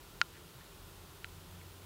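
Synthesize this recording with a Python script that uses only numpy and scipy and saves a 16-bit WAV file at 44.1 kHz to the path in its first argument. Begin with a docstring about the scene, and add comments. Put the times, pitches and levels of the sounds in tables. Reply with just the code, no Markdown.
"""Indoors, close to a small mono microphone, a gecko bites down on its prey.
The prey's shell breaks with one sharp crack, later a softer one and a faint last one.
Each snap rings briefly at one pitch. In between, chewing makes tiny breaks that crackle.
Behind it are hiss, low room rumble, a thin electrical whine, one soft bump
and a low drone that swells late."""
import sys
import numpy as np
from scipy import signal
from scipy.fft import rfft, irfft
from scipy.io import wavfile
from scipy.ndimage import uniform_filter1d

SR = 44100
rng = np.random.default_rng(int(sys.argv[2]) if len(sys.argv) > 2 else 0)


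def wrap_up_sound(samples):
    """Save the sound to the file named by the first command line argument, as 16-bit audio."""
    columns = np.atleast_2d(samples).T
    # keep every value between -1 and 1, then stretch to whole-number steps
    tamed = np.clip(columns, -1, 1)
    steps = np.round(tamed * 32767).astype(np.int16)
    wavfile.write(sys.argv[1], SR, steps)


N = 81585

# Tone colour of the room's rumble and hiss: f/Hz, relative level/dB
ROOM_COLOUR = [(15, -20), (25, -37), (37, 3.5), (59, -3.5), (86, -3.5), (113, -5.5), (157, -5), (189, -9.5),
               (222, -14), (307, -11.5), (352, -10), (449, -11.5), (486, -14), (527, -14), (710, -16.5),
               (1040, -13), (1150, -16.5), (1390, -14), (1640, -21), (1780, -19.5), (2090, -21.5),
               (3390, -18.5), (5820, -24.5), (11700, -25.5), (15800, -27)]
# Low pitches at which the room rings: f/Hz, width/Hz, level/dB
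ROOM_RESONANCES = [(163.8, 33, -69), (350.8, 66, -70.5), (405.7, 35, -73.5)]
# Narrow bands of electrical whine: f/Hz, width/Hz, level/dB
WHINE_BANDS = [(12166, 3, -81), (12170, 90, -79), (15223, 4, -78)]
# How the drone's main tone swells: t/s, level/dB
DRONE_SWELL = [(0, -77.5), (.3, -68), (.7, -68), (.88, -62.5), (1.05, -61), (1.17, -68), (1.25, -58.5),
               (1.38, -55.5), (1.46, -60.5), (1.58, -53), (1.7, -58.5), (1.85, -56)]
# How the drone's pitch rises: t/s, f/Hz
DRONE_RISE = [(0, 87), (1.2, 88), (1.6, 89.5), (1.85, 93)]
# Tone colour shared by all breaks of the shell: f/Hz, relative level/dB
SHELL_COLOUR = [(300, -11), (700, -18), (1000, -4), (1220, -3.5), (1550, 4.5), (2050, 1), (3100, 1),
                (4200, -1.5), (5200, -4), (5750, -9.5), (6500, -9.5), (8000, -15.5), (11000, -14),
                (16000, -25)]
# Bursts of chewing: middle t/s, half length/s, force level/dB
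CHEW_BURSTS = [(.358, .03, -23), (0.622, .045, -28)]
# Snaps of the shell: t/s, force level/dB, low edge f/Hz, break time/ms, ring f/Hz, ring boost/dB
SHELL_SNAPS = [(.2150, 9, 480, 0.086, 1405, 12), (1.2447, -2, 1820, 0.18, 1380, 10),
               (1.6143, -19, 1900, .24, 2200, 12)]


def undb(db):
    """Turn decibels into a number to multiply by."""
    return 10 ** (np.asarray(db) / 20)


def colour(points, hz):
    """Gain at each frequency, from a line drawn through (f/Hz, level/dB) points."""
    point_hz, db = np.array(points, float).T
    return undb(np.interp(np.log(hz + 1e-3), np.log(point_hz), db))


def resonance(hz, centre, width):
    """How something that rings answers each frequency: most strongly at its centre."""
    return 1j * hz * width / (centre ** 2 - hz ** 2 + 1j * hz * width)


def noise(gain, db):
    """Noise with the given tone colour and average (rms) level."""
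    shaped = irfft(rfft(rng.standard_normal(N)) * gain, N)
    return shaped * undb(db) / np.sqrt(np.mean(shaped ** 2))


def wander(per_s):
    """A smooth random wobble, mostly between -1 and 1."""
    hold = int(SR / per_s)
    steps = np.repeat(rng.standard_normal(N // hold + 1), hold)
    return 1.3 * uniform_filter1d(uniform_filter1d(steps, hold), hold)[:N]


def pass_filter(x, hz, kind, order):
    """Let the "high" or "low" side of hz through; a higher order cuts more steeply."""
    return signal.sosfilt(signal.butter(order, hz, kind, fs=SR, output="sos"), x)


def band(x, low_hz, high_hz):
    """Keep the sound between two frequencies."""
    without_lows = pass_filter(x, low_hz, "high", order=3)
    return pass_filter(without_lows, high_hz, "low", order=2)


def background():
    """Steady rumble and hiss, the room's low ringing and the electrical whine."""
    hz = np.arange(N // 2 + 1) * SR / N
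    out = noise(colour(ROOM_COLOUR, hz), db=-54.5)
    for centre, width, db in ROOM_RESONANCES + WHINE_BANDS:
        out += noise(resonance(hz, centre, width) ** 2, db)  # squaring narrows the band
    return out


def drone(waver_db=1, octave_db=-14.5):
    """A low wavering tone and the octave above it, swelling and rising a little."""
    t = np.arange(N) / SR
    pitch_hz = np.interp(t, *np.array(DRONE_RISE).T) * (1 + .015 * wander(16))
    phase = 2 * np.pi * np.cumsum(pitch_hz) / SR
    gain = undb(np.interp(t, *np.array(DRONE_SWELL).T) + waver_db * wander(16.5))
    octave = undb(octave_db + 3 * wander(12)) * np.sin(2 * phase)
    return gain * (np.sin(phase) + octave) * np.sqrt(2)


def bump(middle_s=.565, fade_s=.021, hz=129, db=-53.5):
    """A few low waves that swell and fade, like a hand shifting."""
    t = np.arange(N) / SR - middle_s
    return undb(db) * np.exp(-(t / fade_s) ** 2) * np.sin(2 * np.pi * hz * t)


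def add_reflections(x, db=-17, fade_s=.022, size=2048):
    """Things close by bounce a little sound back; it falls 60 dB in fade_s."""
    tail = rng.standard_normal(size) * np.exp(-np.log(1000) * np.arange(size) / SR / fade_s)
    tail = band(tail / np.linalg.norm(tail), low_hz=2190, high_hz=5460)
    return x + undb(db) * signal.fftconvolve(x, tail)[:N]


def shell_click(ring_hz, ring_db, break_ms, ring_s=.028, size=4096):
    """One break of the shell: a slower break sounds duller, and its ring falls 60 dB in ring_s."""
    hz = np.arange(size // 2 + 1) * SR / size
    push = np.hypot(np.sinc(hz * break_ms / 1000), .05)
    # Give the click this colour with no sound before the break (minimum phase).
    cepstrum = irfft(np.log(colour(SHELL_COLOUR, hz) * push))
    cepstrum[1:size // 2] *= 2
    cepstrum[size // 2 + 1:] = 0
    click = np.exp(rfft(cepstrum))
    ring = 1 + (undb(ring_db) - 1) * resonance(hz, ring_hz, width=np.log(1000) / np.pi / ring_s)
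    treble_dip = 1 + (undb(-37) - 1) * resonance(hz, centre=3490, width=740)
    return irfft(click * ring * treble_dip)


def chewing(peak_breaks_per_s=540):
    """Chewing makes bursts of tiny breaks, most crowded in the middle of each burst."""
    force = np.zeros(N)
    for middle_s, half_s, db in CHEW_BURSTS:
        later, earlier, strength = rng.random((int(half_s * peak_breaks_per_s), 3)).T
        times = middle_s + half_s * (later - earlier)
        np.add.at(force, (times * SR).astype(int), undb(db) * (2 * strength - 1))
    force = band(force, low_hz=1400, high_hz=2150)
    return signal.fftconvolve(force, shell_click(ring_hz=1770, ring_db=6, break_ms=.055))[:N]


def snaps():
    """The shell gives way under the bite; each snap has its own brightness and ring."""
    out = np.zeros(N)
    for start_s, db, low_hz, break_ms, ring_hz, ring_db in SHELL_SNAPS:
        jolt = undb(db) * signal.unit_impulse(N, int(start_s * SR))
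        force = pass_filter(jolt, low_hz, "high", order=3)
        out -= signal.fftconvolve(force, shell_click(ring_hz, ring_db, break_ms))[:N]
    return out


def scene():
    """The room and the bite together, the same on both channels."""
    mono = background() + drone() + bump() + add_reflections(snaps() + chewing())
    return np.array([mono, mono])


def record(dry, top_hz=15750):
    """The recorder cuts off the highest treble."""
    return signal.sosfilt(signal.ellip(12, .1, 70, top_hz, fs=SR, output="sos"), dry)


dry = scene()
out = record(dry)
wrap_up_sound(out)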